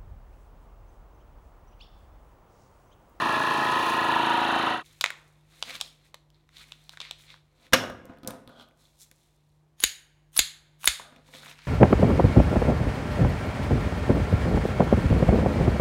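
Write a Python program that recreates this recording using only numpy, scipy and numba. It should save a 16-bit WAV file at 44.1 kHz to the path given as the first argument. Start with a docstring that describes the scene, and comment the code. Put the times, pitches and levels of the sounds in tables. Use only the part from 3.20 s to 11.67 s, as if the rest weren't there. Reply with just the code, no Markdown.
"""A kitchen: a vacuum sealer's piston pump drones close by, then fades out; hands turn a stiff plastic bag,
set a tray on a wooden table, pick up scissors and snip carrot tops three times. A fridge hums throughout.
The pump is shaft multiples, noise partly replayed each turn and hiss; bag, tray and scissors are
noise cracks and slips ringing resonances, echoed by tiled walls. The loudest peaks are flattened.
"""
import sys
import numpy as np
from scipy import signal
from scipy.fft import rfft, irfft
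from scipy.io import wavfile
from scipy.ndimage import uniform_filter1d
from numba import njit

SR = 44100
rng = np.random.default_rng(int(sys.argv[2]) if len(sys.argv) > 2 else 0)


def int16_out(signal):
    """Quantize to a 16-bit WAV file."""
    q = np.round(np.clip(np.atleast_2d(signal).T, -1, 1) * 32767)
    wavfile.write(sys.argv[1], SR, q.astype(np.int16))


N = 373527
T = np.arange(N) / SR

# modes of the wooden table top: pitch_hz, relative_db, t60_s
TABLE_MODES = [(125, -11.5, .15), (250, -1, .15), (278, -4, .14), (324, -8, .12), (530, -1.5, .1),
               (685, -4, .06), (1010, -12, .08), (1260, -11, .09), (1435, -11, .09)]


def undb(db):
    """Decibels to gain."""
    return 10 ** (np.asarray(db) / 20)


def unit(x):
    """Scale to rms 1."""
    return x / np.sqrt(np.mean(x ** 2))


def peak(x, db):
    """Scale to a peak in dB."""
    return undb(db) * x / np.abs(x).max()


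def band(x, hz, width_hz):
    """Resonance with gain 1 at its centre."""
    return signal.lfilter(*signal.iirpeak(hz, hz / width_hz, fs=SR), x)


def high(x, hz):
    """Steep high-pass."""
    return signal.sosfilt(signal.butter(4, hz, "high", fs=SR, output="sos"), x)


def top(x, hz):
    """Treble above hz that thins out towards the highest octave."""
    return band(high(x, hz), 7500., 7000.)


def body(x, shape):
    """Broad (Hz, width Hz, dB) resonances side by side, signs alternating."""
    return sum((-1) ** k * undb(db) * band(x, hz, width_hz) for k, (hz, width_hz, db) in enumerate(shape))


def colour(points):
    """Noise of rms 1 with a spectrum of (Hz, relative dB) points."""
    hz, db = np.transpose(points)
    log_hz = np.log(np.arange(N // 2 + 1) * SR / N + 1)
    white = rfft(rng.standard_normal(N))
    return unit(irfft(white * undb(np.interp(log_hz, np.log(hz), db)), N))


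def walk(rate_hz):
    """Random levels, rate_hz a second, joined by straight slopes; spread near 1."""
    k = int(SR / rate_hz)
    return uniform_filter1d(np.repeat(rng.standard_normal(N // k + 1), k), k)[:N]


def swell(s, rise_s, fall_s):
    """Gain that climbs to 1 at s and sinks after, 20 dB per rise_s and per fall_s."""
    falls = np.where(T < s, (s - T) / rise_s, (T - s) / fall_s)
    return np.exp(-np.log(10) * falls.astype(np.float32))


def add(out, s, x):
    """Mix x into out from time s."""
    i = int(s * SR)
    out[i:i + len(x)] += x[:N - i]


def ring(modes, scatter_db):
    """Response of (Hz, dB, t60 s) modes to one blow at a chance spot, peak 1."""
    hz, db, t60_s = np.transpose(modes)[:, :, None]
    t = T[:SR // 4]
    level_db = db + scatter_db * rng.standard_normal(db.shape) - 60 * t / t60_s
    x = np.sum(undb(level_db) * np.sin(2 * np.pi * hz * t), axis=0)
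    return x / np.abs(x).max()


def burst(t60_s):
    """A sharp first contact, then decaying noise, its signs chosen to strike all pitches nearly alike."""
    chance = rng.standard_normal(2000)
    chance[0] = 6
    x = chance * undb(-60 * T[:2000] / t60_s)
    for _ in range(6):
        spectrum = rfft(x)
        x = np.abs(x) * np.sign(irfft(spectrum / np.abs(spectrum)))
    return x


def grains(rate_hz, spread_db):
    """Dense one-sample slips of very uneven size over a little smooth noise."""
    size_db = spread_db * np.minimum(rng.exponential(size=N), 6)
    hits = (rng.random(N) < rate_hz / SR) * undb(size_db)
    return unit(rng.standard_normal(N) * (0.21 + hits))


def fridge():
    """Hum lines that waver in pitch and level, over the coloured noise of the room's air."""
    # pitch_hz, level_db
    hum_lines = [(48.4, -70.5), (102.3, -78), (150.7, -65), (333.8, -79)]
    # time_s, hum_offset_db
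    hum_level = [(0, 3), (4.2, 3), (4.3, -.5), (6.9, -1), (7.1, 2), (8.47, 2)]
    # air noise spectrum: pitch_hz, relative_db_per_hz
    air = [(20, -44.5), (40, -21), (55, -11.5), (80, -17), (120, -21.5), (230, -26), (335, -24),
           (440, -26.5), (960, -28.5), (1400, -36.5), (4000, -44.5), (16000, -54)]
    air_db = -70
    hum = 0
    for hz, db in hum_lines:
        level_db = db + np.interp(T, *np.transpose(hum_level)) + 2.5 * walk(6)
        phase = 2 * np.pi * np.cumsum(hz * (1 + .01 * walk(8))) / SR
        hum = hum + undb(level_db) * np.sin(phase)
    return hum + undb(air_db + walk(2.5)) * colour(air)


@njit
def repeat(x, lag, share):
    """Each shaft turn replays most of the last one, lag samples ago."""
    y = x.copy()
    for i in range(int(lag.max()) + 2, len(x)):
        k = int(lag[i])
        y[i] += share * ((1 - lag[i] + k) * y[i - k] + (lag[i] - k) * y[i - k - 1])
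    return y


def pump():
    """Pressure strokes as shaft multiples, valve clatter partly repeated each turn in the housing, and air hiss."""
    # shaft_multiple, relative_db
    strokes = [(2, -27.5), (3, -14.5), (4, -14), (5, -7.5), (6, -11), (7, -13.5), (8, -6.5), (9, -4.5),
               (10, -4.5), (11, -10.5), (12, 1.5), (13, -2.5), (14, -9.5), (15, -9), (16, -3.5),
               (17, -13.5), (18, -14), (19, -13.5), (20, -7)]
    # housing resonances: pitch_hz, width_hz, relative_db, strike_share_of_turn, strike_depth_db,
    # grip_db (below the mean before the bag grips, above after)
    housing_modes = [(574, 130, -10, .87, 1, -2), (745, 40, -10.5, .68, 2, 2), (835, 22, -10, .74, 1, -1),
                     (934, 26, -5.5, .65, 2, 3), (988, 40, -2.5, .65, 2, 1), (1065, 110, -2.5, .65, 2, -2),
                     (1125, 50, -8, .65, 2, 3), (1250, 190, -5, .68, 1.5, 1), (1520, 90, -14, .11, 3, 8),
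                     (1690, 55, -9.5, .092, 3, -2.5), (1910, 120, -10, .1, 4, 0),
                     (2350, 400, -14.5, .41, .6, 1), (2740, 220, -7.5, .41, .6, 1),
                     (3100, 200, -11.5, .59, .6, 1.5), (3480, 200, -12, .59, .6, 0),
                     (3800, 330, -11, .17, .6, 1), (4300, 500, -15, .17, .6, 0)]
    # hiss spectrum: pitch_hz, relative_db_per_hz
    hiss_spectrum = [(2650, -19), (4500, -5.5), (5060, -9), (6000, -10), (6600, -16), (7900, -21),
                     (9980, -16), (16000, -31)]
    # time_s, hiss_below_pump_db
    hiss_level = [(0, -24), (.7, -22.5), (.83, -28), (1.6, -28.5)]
    # exhaust valve spitting air once a turn: pitch_hz, width_hz, relative_db
    valve_modes = [(6600, 550, 0), (8700, 400, -5), (9800, 1100, -3), (11000, 800, -7)]
    # counter shaking under the pump: pitch_hz, width_hz, relative_db
    counter_modes = [(120, 30, -3), (280, 120, 0)]
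    shaft_hz, sag_hz_per_s = 28.05, .55  # the motor slows as the vacuum builds
    pump_db, swell_db_per_s = -24, .4
    fade_start_s, fade_end_s = 1.5, 1.632
    replay_share, steady_share, steady_half_hz = .88, .85, 2400
    grip_s, grip_span_s = .88, .2  # the bag closes on the food and the tone shifts

    run = int(fade_end_s * SR)
    t = T[:run]
    hz = shaft_hz - sag_hz_per_s * t
    turn = 2 * np.pi * np.cumsum(hz) / SR
    fade = np.clip((fade_end_s - t) / (fade_end_s - fade_start_s), 0, 1)
    gain = undb(pump_db + swell_db_per_s * t) * fade

    # multiples stay nearly in step, so the bass thuds once a turn
    stroke = 0
    for k, db in strokes:
        drift = .6 * rng.standard_normal() + .35 * walk(5)[:run]
        tone = np.sin(k * (turn - 2 * np.pi * .74) + drift)
        stroke = stroke + undb(db + 2.2 * walk(5)[:run]) * tone
    rumble = undb(-17 - 4 * t) * unit(body(rng.standard_normal(run), counter_modes))

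    lead = 20 * int(SR / hz[0])  # turns already running at the start
    lag = SR / np.concatenate([np.full(lead, hz[0]), hz])
    clatter = unit(repeat(rng.standard_normal(run + lead), lag, replay_share)[lead:])
    fresh = rng.standard_normal(run)
    grip = np.tanh((t - grip_s) / grip_span_s)
    housing = 0
    for k, (f, width_hz, db, share, depth_db, grip_db) in enumerate(housing_modes):
        # a strike once a turn, with fixed halves and thirds; the treble repeats less
        angle = turn - 2 * np.pi * share
        beat = undb(depth_db * np.cos(angle) + 2. * np.cos(2 * angle) + .8 * np.cos(3 * angle))
        steady = steady_share / (1 + (f / steady_half_hz) ** 2)
        blows = (np.sqrt(steady) * clatter + np.sqrt(1 - steady) * fresh) * beat
        level = (-1) ** k * undb(db + grip_db * grip + .6 * walk(2.78)[:run])
        housing = housing + level * band(blows, f, width_hz) / np.sqrt(width_hz)
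    housing = band(high(housing, 450.), 1600., 4000.)

    hiss = colour([(1000, -22)] + list(hiss_spectrum))[:run]
    hiss = hiss * (1 + .3 * np.cos(2 * turn)) * undb(np.interp(t, *np.transpose(hiss_level)))
    spit = undb(6.5 * np.cos(turn - 2 * np.pi * .52) + 2.0 * walk(28)[:run])
    valve = undb(-31) * unit(body(spit * rng.standard_normal(run), valve_modes))
    # the bag crinkles as it shrinks onto the food
    shrink = swell(.72, 3., 1.4) * unit(high(grains(120, 2.6), 5500.))
    crinkle = undb(-29.5) * shrink[:run]
    mix = undb(-12) * unit(stroke) + rumble + undb(-0.5) * unit(housing) + hiss + valve + crinkle
    return np.pad(mix * gain, (0, N - run))


# resonances of the bag's film: pitch_hz, width_hz, relative_db
FILM_MODES = [(1050, 1100, -3.5), (2200, 700, -3.5), (3600, 450, -3), (4100, 450, -3)]


def rustle():
    """Each resonance of the film has its own small slips; the table top rings under what slides on it."""
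    # hand movements on film, carrots and handles: fullest_s, rise_s and fall_s (per 20 dB),
    # film_db, treble_db, table_rumble_db
    moves = [(1.66, .05, .6, -61, -64, -76), (2.335, .08, .4, -65, -71, -78),
             (2.50, .12, .14, -45, -54, -56), (2.555, .04, .03, -45, -49, -54),
             (2.65, .05, .1, -53, -59, -68), (2.865, .08, .07, -64, -72, -74),
             (3.15, .03, .1, -69, -85, -80), (3.37, .06, .15, -52, -61, -72),
             (3.42, .05, .025, -52, -66, -68), (3.49, .1, .25, -67, -69, -72),
             (3.63, .1, .3, -67, -75, -80), (3.73, .03, .05, -56, -62, -72),
             (3.83, .03, .15, -46, -70, -66), (3.995, .03, .15, -61, -62, -78),
             (4.11, .07, .09, -54, -71, -66), (4.46, .13, .05, -59, -67, -61),
             (4.9, .04, .13, -80, -88, -46), (5.085, .04, .16, -65, -75, -38),
             (5.29, .03, .2, -65, -80, -57), (5.416, .05, .04, -56, -71, -62),
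             (5.6, .05, .5, -67, -69, -80), (5.82, .04, .05, -57, -53, -78), (6.0, .1, .5, -73, -76, -80),
             (7.81, .02, .15, -58, -80, -55), (7.97, .05, .08, -70, -88, -60),
             (8.075, .03, .1, -61, -64, -65), (8.145, .03, .15, -49, -58, -54),
             (8.3, .15, .07, -55, -55, -59), (8.45, .15, .2, -61, -69, -74)]
    # film resonances under 3000 Hz: time_s, offset_db
    film_low = [(1.6, 0), (2.4, -2), (2.52, 2), (2.65, -4), (3.4, -1), (3.85, 1), (4.0, -4), (4.12, 1),
                (4.5, 0), (5.3, -7), (8.08, -3), (8.2, 0), (8.33, 6), (8.47, 8)]
    rows = np.array(moves)
    swells = np.array([swell(*row) for row in rows[:, :3]])
    film, treble, rumble = undb(rows[:, 3:]).T @ swells
    low_db = np.interp(T, *np.transpose(film_low))
    sheet = 0
    for hz, width_hz, db in FILM_MODES:
        level_db = db + low_db * (hz < 3000) + 2.5 * walk(25)
        sheet = sheet + undb(level_db) * band(grains(600, 3.5), hz, width_hz)
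    slips = grains(1200, 2.5) * undb(2 * walk(40))
    scuffs = grains(150, 3.5)
    wood = unit(signal.fftconvolve(scuffs, ring(TABLE_MODES, 0)[:3000])[:N])
    wood = wood + undb(-4) * unit(band(band(scuffs, 470.0, 900.), 540., 600.))
    out = film * unit(band(high(sheet, 900.), 3000., 4500.))
    out += treble * unit(band(high(slips, 4700.), 6500., 6000.))
    return out + rumble * unit(high(wood, 89.0))


def bag():
    """Each snap is a short crack rung by the film around the crease."""
    # snapping creases: start_s, peak_db, pitch_hz, treble_db (re peak), t60_s
    snaps = [(1.811, -10, 3800, -9, 0.023), (1.841, -4.5, 2110, -10, 0.011),
             (1.861, -10, 2400, -20, 0.0038), (1.904, -21, 1840, -8, 0.017),
             (2.426, -13.5, 3650, -26.5, 0.0076), (2.481, -40, 3760, -12, 0.014),
             (2.506, -29, 2180, -7, 0.021), (2.554, -28, 3920, -20, 0.03), (2.603, -29, 3740, -12, 0.012),
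             (2.612, -13.5, 3700, -7, 0.013), (2.943, -35, 550, -30, 0.012), (2.944, -33, 3470, -4, 0.016),
             (3.103, -50, 3500, -5, 0.01), (3.291, -46, 1720, -11.5, 0.01),
             (3.521, -26.5, 3480, -26, 0.0089), (3.694, -26.5, 3800, -8, 0.0063),
             (3.735, -41.5, 1540, -14, 0.016), (3.773, -29.5, 1470, -28, 0.0069),
             (3.803, -24, 3450, -34, 0.024), (3.815, -25, 3540, -28, 0.024),
             (3.911, -18.5, 3300, -10.5, 0.0089), (4.142, -40, 863, -16, 0.012),
             (8.138, -34.5, 2020, -26, 0.017), (8.15, -38, 3500, -20, .015), (8.158, -40, 2600, -15, .015),
             (8.232, -38, 1280, -12, 0.03), (8.26, -37, 2050, -21, 0.025), (8.267, -38, 930, -33, 0.02),
             (8.295, -37, 3010, -18, 0.02), (8.313, -34.5, 2620, -14, 0.02), (8.326, -40, 2450, -25, .03)]
    out = np.zeros(N)
    for s, db, hz, treble_db, t60_s in snaps:
        crack = burst(t60_s)
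        crease = band(crack, hz, .4 * hz) + undb(-5.5) * body(crack, FILM_MODES)
        add(out, s, peak(band(crease, 1700.0, 4000.0), db))
        add(out, s, peak(top(crack, 7200.0), db + treble_db))
    return out


def knocks():
    """A rough contact rings the spot it strikes, rattles the tray, clicks, and sets the table top booming."""
    # tray, scissors and offcuts touching wood: start_s, peak_db, pitch_hz, click_db and boom_db (re peak), t60_s
    contacts = [(4.467, -44, 2000, -22, -21, 0.012), (4.525, -25, 1000, -27, -4, 0.036),
                (4.533, -0.5, 1650, -20, -14, 0.009), (4.535, 5, 2120, -14, -11, 0.026),
                (4.542, -3.5, 1100, -20, -30, 0.024), (4.701, -34, 1250, -3, -2, 0.012),
                (4.849, -56, 700, -20, 17, .02), (4.855, -52, 3500, 12, -5, 0.009),
                (4.897, -50, 1500, -20, 14, .02), (4.973, -49, 1700, -22, 5, 0.014),
                (4.986, -52, 3700, -2, -9, .01), (5.033, -41, 3700, -8, 4, 0.025),
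                (5.048, -41, 3600, -14, 4, 0.0094), (5.075, -30, 3780, 14, -8, 0.02),
                (5.107, -32, 3600, 5, -8, 0.012), (5.276, -37, 3400, -6, -3, 0.013),
                (5.293, -46, 1400, -6, 2, .02), (5.425, -47, 3150, -6, -14.5, 0.013),
                (5.487, -54, 3000, 0, -12, 0.012), (5.511, -53, 2200, -13, -12, 0.0094),
                (5.914, -42, 2200, 4, -12.5, 0.011), (7.797, -31, 950, -18, -14, 0.035),
                (7.924, -46, 800, -20, 0, 0.02), (7.962, -43, 2000, -28, -6.5, 0.02),
                (8.087, -50, 900, -12, -2, .02)]
    # pitch_hz, width_hz, relative_db
    tray_modes = [(655, 380, -9), (1250, 500, -3), (1600, 300, -1), (2150, 400, -1.5), (2750, 700, -5),
                  (3700, 900, -5), (5200, 1800, -10.5)]
    # things that shudder or drag on the table: fullest_s, rise_s and fall_s (per 20 dB), wood_db, steel_db
    drags = [(4.6, .04, .15, -33.5, -56), (5.3, .025, .3, -56, -66), (5.41, .06, .05, -61, -57),
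             (7.815, .02, .2, -53, -80)]
    # pitch_hz, width_hz, relative_db
    drag_wood = [(640, 140, 0), (1240, 70, 0), (1430, 70, -1), (1530, 80, -2)]
    out = np.zeros(N)
    for s, db, hz, click_db, boom_db, t60_s in contacts:
        crack = burst(t60_s)
        tray_db = -3 + .25 * db  # harder blows shake more of the tray
        spot = band(crack, hz, .25 * hz) + undb(tray_db) * body(crack, tray_modes)
        add(out, s, peak(spot, db))
        add(out, s, peak(top(crack, 4000.), db + click_db))
        add(out, s, peak(ring(TABLE_MODES, 3), db + boom_db))
    slips = grains(500, 3.)
    wood = unit(body(slips, drag_wood))
    steel = unit(band(slips, 3300, 200))
    for s, rise_s, fall_s, wood_db, steel_db in drags:
        out += swell(s, rise_s, fall_s) * (undb(wood_db) * wood + undb(steel_db) * steel)
    return out


def scissors():
    """Stalks crunch ever louder as the blades close, fibres part, blades squeak, the stop cracks and rings
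    the steel; each jerk of the hands puffs air at the microphone."""
    # handles meeting at the end of a cut: stop_s, peak_db, low_grip_hz, high_grip_hz, crunch_start_s,
    # crunch_db (just before the stop), climb_db_per_s, treble_db (re crunch)
    stops = [(6.6378, 4.5, 2500, 3900, 6.56, -33, 620, -4), (7.1911, 7.5, 2300, 3600, 7.115, -33, 480, 3),
             (7.6745, 8.5, 2110, 3600, 7.58, -34, 400, 1)]
    # the two resonances that move with the grip: width_hz, relative_db
    grip_modes = [(550, -1.5), (700, 2.5)]
    # pitch_hz, width_hz, relative_db
    handle_modes = [(294, 500, -17), (910, 320, -17), (1600, 500, -5), (4700, 1100, -4), (6850, 450, 1),
                    (9200, 1500, -6), (11800, 3500, -10)]
    # pitch_hz, relative_db, t60_s
    blade_modes = [(2120, -2, .05), (3600, -2, .06), (4320, -4, .05), (6600, -6, .05), (6690, 0, .055),
                   (6990, 0, .05), (6840, 0, .06), (9500, -14, .05)]
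    # pitch_hz, width_hz, relative_db
    stalk_modes = [(1300, 900, -4), (3600, 1600, 0), (6900, 600, 2)]
    # fibres that part on the way: start_s, peak_db, pitch_hz, treble_db (re peak)
    fibres = [(6.6024, -24, 3600, -14), (6.6283, -20, 3500, -5), (7.1644, -17, 3800, 0),
              (7.1675, -13, 4000, 0), (7.1761, -20, 4500, 0), (7.6332, -27, 3000, -10),
              (7.6435, -18.5, 1200, -1), (7.656, -14, 4200, -3)]
    # blade squeaks: start_s, length_s, start_hz, end_hz, peak_db
    squeaks = [(6.603, .007, 10000, 11000, -28), (7.1752, .0045, 10000, 11600, -8),
               (7.656, .005, 10300, 11300, -13)]
    puff_delay_s = .012

    slips = grains(4000, 3.)
    crunch, bright = unit(body(slips, stalk_modes)), unit(top(slips, 6000.))
    out, puffs = np.zeros(N), np.zeros(N)
    puff = np.sin(2 * np.pi * 55 * T[:4000]) * undb(-600 * T[:4000])
    for s, db, low_hz, high_hz, start_s, crunch_db, climb_db, treble_db in stops:
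        onset = (T < s) * np.clip((T - start_s) / .025, 0, 1)
        climb = undb(crunch_db - climb_db * np.abs(s - T))
        out += onset * climb * (crunch + undb(treble_db) * bright)
        grip = [(hz, *row) for hz, row in zip((low_hz, high_hz), grip_modes)]
        handles = sorted(map(tuple, list(handle_modes) + grip))
        add(out, s, peak(body(burst(.016), handles), db))
        add(out, s, peak(ring(blade_modes, 1.7), db - 20.5))
        add(puffs, s + puff_delay_s, undb(db - 40) * puff)
    for s, db, hz, treble_db in fibres:
        crack = burst(.009)
        fibre = band(crack, hz, .6 * hz) + undb(-6) * body(crack, stalk_modes)
        add(out, s, peak(fibre, db))
        add(out, s, peak(top(crack, 6000.), db + treble_db))
        add(puffs, s + puff_delay_s, undb(db - 32) * puff)
    for s, length_s, start_hz, end_hz, db in squeaks:
        hz = np.linspace(start_hz, end_hz, int(length_s * SR))
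        tone = np.sin(2 * np.pi * np.cumsum(hz) / SR)
        add(out, s, undb(db) * np.hanning(len(hz)) * tone)
    return out, puffs


def kitchen(x):
    """One early echo off the counter, then noise tails that mostly die faster in the treble; the sound is shared
    in quick rotation among three noise tails, so the reverberation is smooth and even in pitch."""
    # pitch_hz, t60_s, relative_db
    room_bands = [(150, 1, 0), (504, .52, -1), (1500, .35, -6), (3500, .34, -1), (6500, .33, -1),
                  (11000, .12, -8)]
    echo_s, echo_db, rotation_hz = .0100, -1, 170
    t = T[:int(.7 * SR)]
    out = np.zeros(N)
    add(out, echo_s, undb(echo_db) * np.convolve(x, np.hanning(5) / 2)[:N])
    for k in range(3):
        tail = 0
        for hz, t60_s, db in room_bands:
            tail = tail + undb(db - 60 * t / t60_s) * band(rng.standard_normal(len(t)), hz, 1.2 * hz)
        tail = tail * np.clip(t / 0.0052, 0, 1) ** 2
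        share = np.sqrt(2) / 3 * (1 + np.cos(2 * np.pi * (rotation_hz * T + k / 3)))
        out += signal.oaconvolve(share * x, tail / np.sqrt(np.sum(tail ** 2)))[:N]
    return out


def scene():
    """All sources, each with its share of the room; the pump's steady sound holds its room already."""
    steel, puffs = scissors()
    film, wood = bag() + rustle(), knocks()
    wet = kitchen(undb(-15.5) * film + undb(-14) * wood + undb(-16.5) * high(steel, 650.))
    return (fridge() + pump() + film + wood + steel + puffs + wet)[None]


def record(dry):
    """The loudest peaks flatten at the ceiling; the top is cut."""
    ceiling, top_hz = .43, 16100
    flat = dry / (1 + np.abs(dry / ceiling) ** 6) ** (1 / 6)
    return signal.sosfiltfilt(signal.ellip(6, .1, 35, top_hz, fs=SR, output="sos"), flat)


dry = scene()
out = record(dry)
int16_out(out)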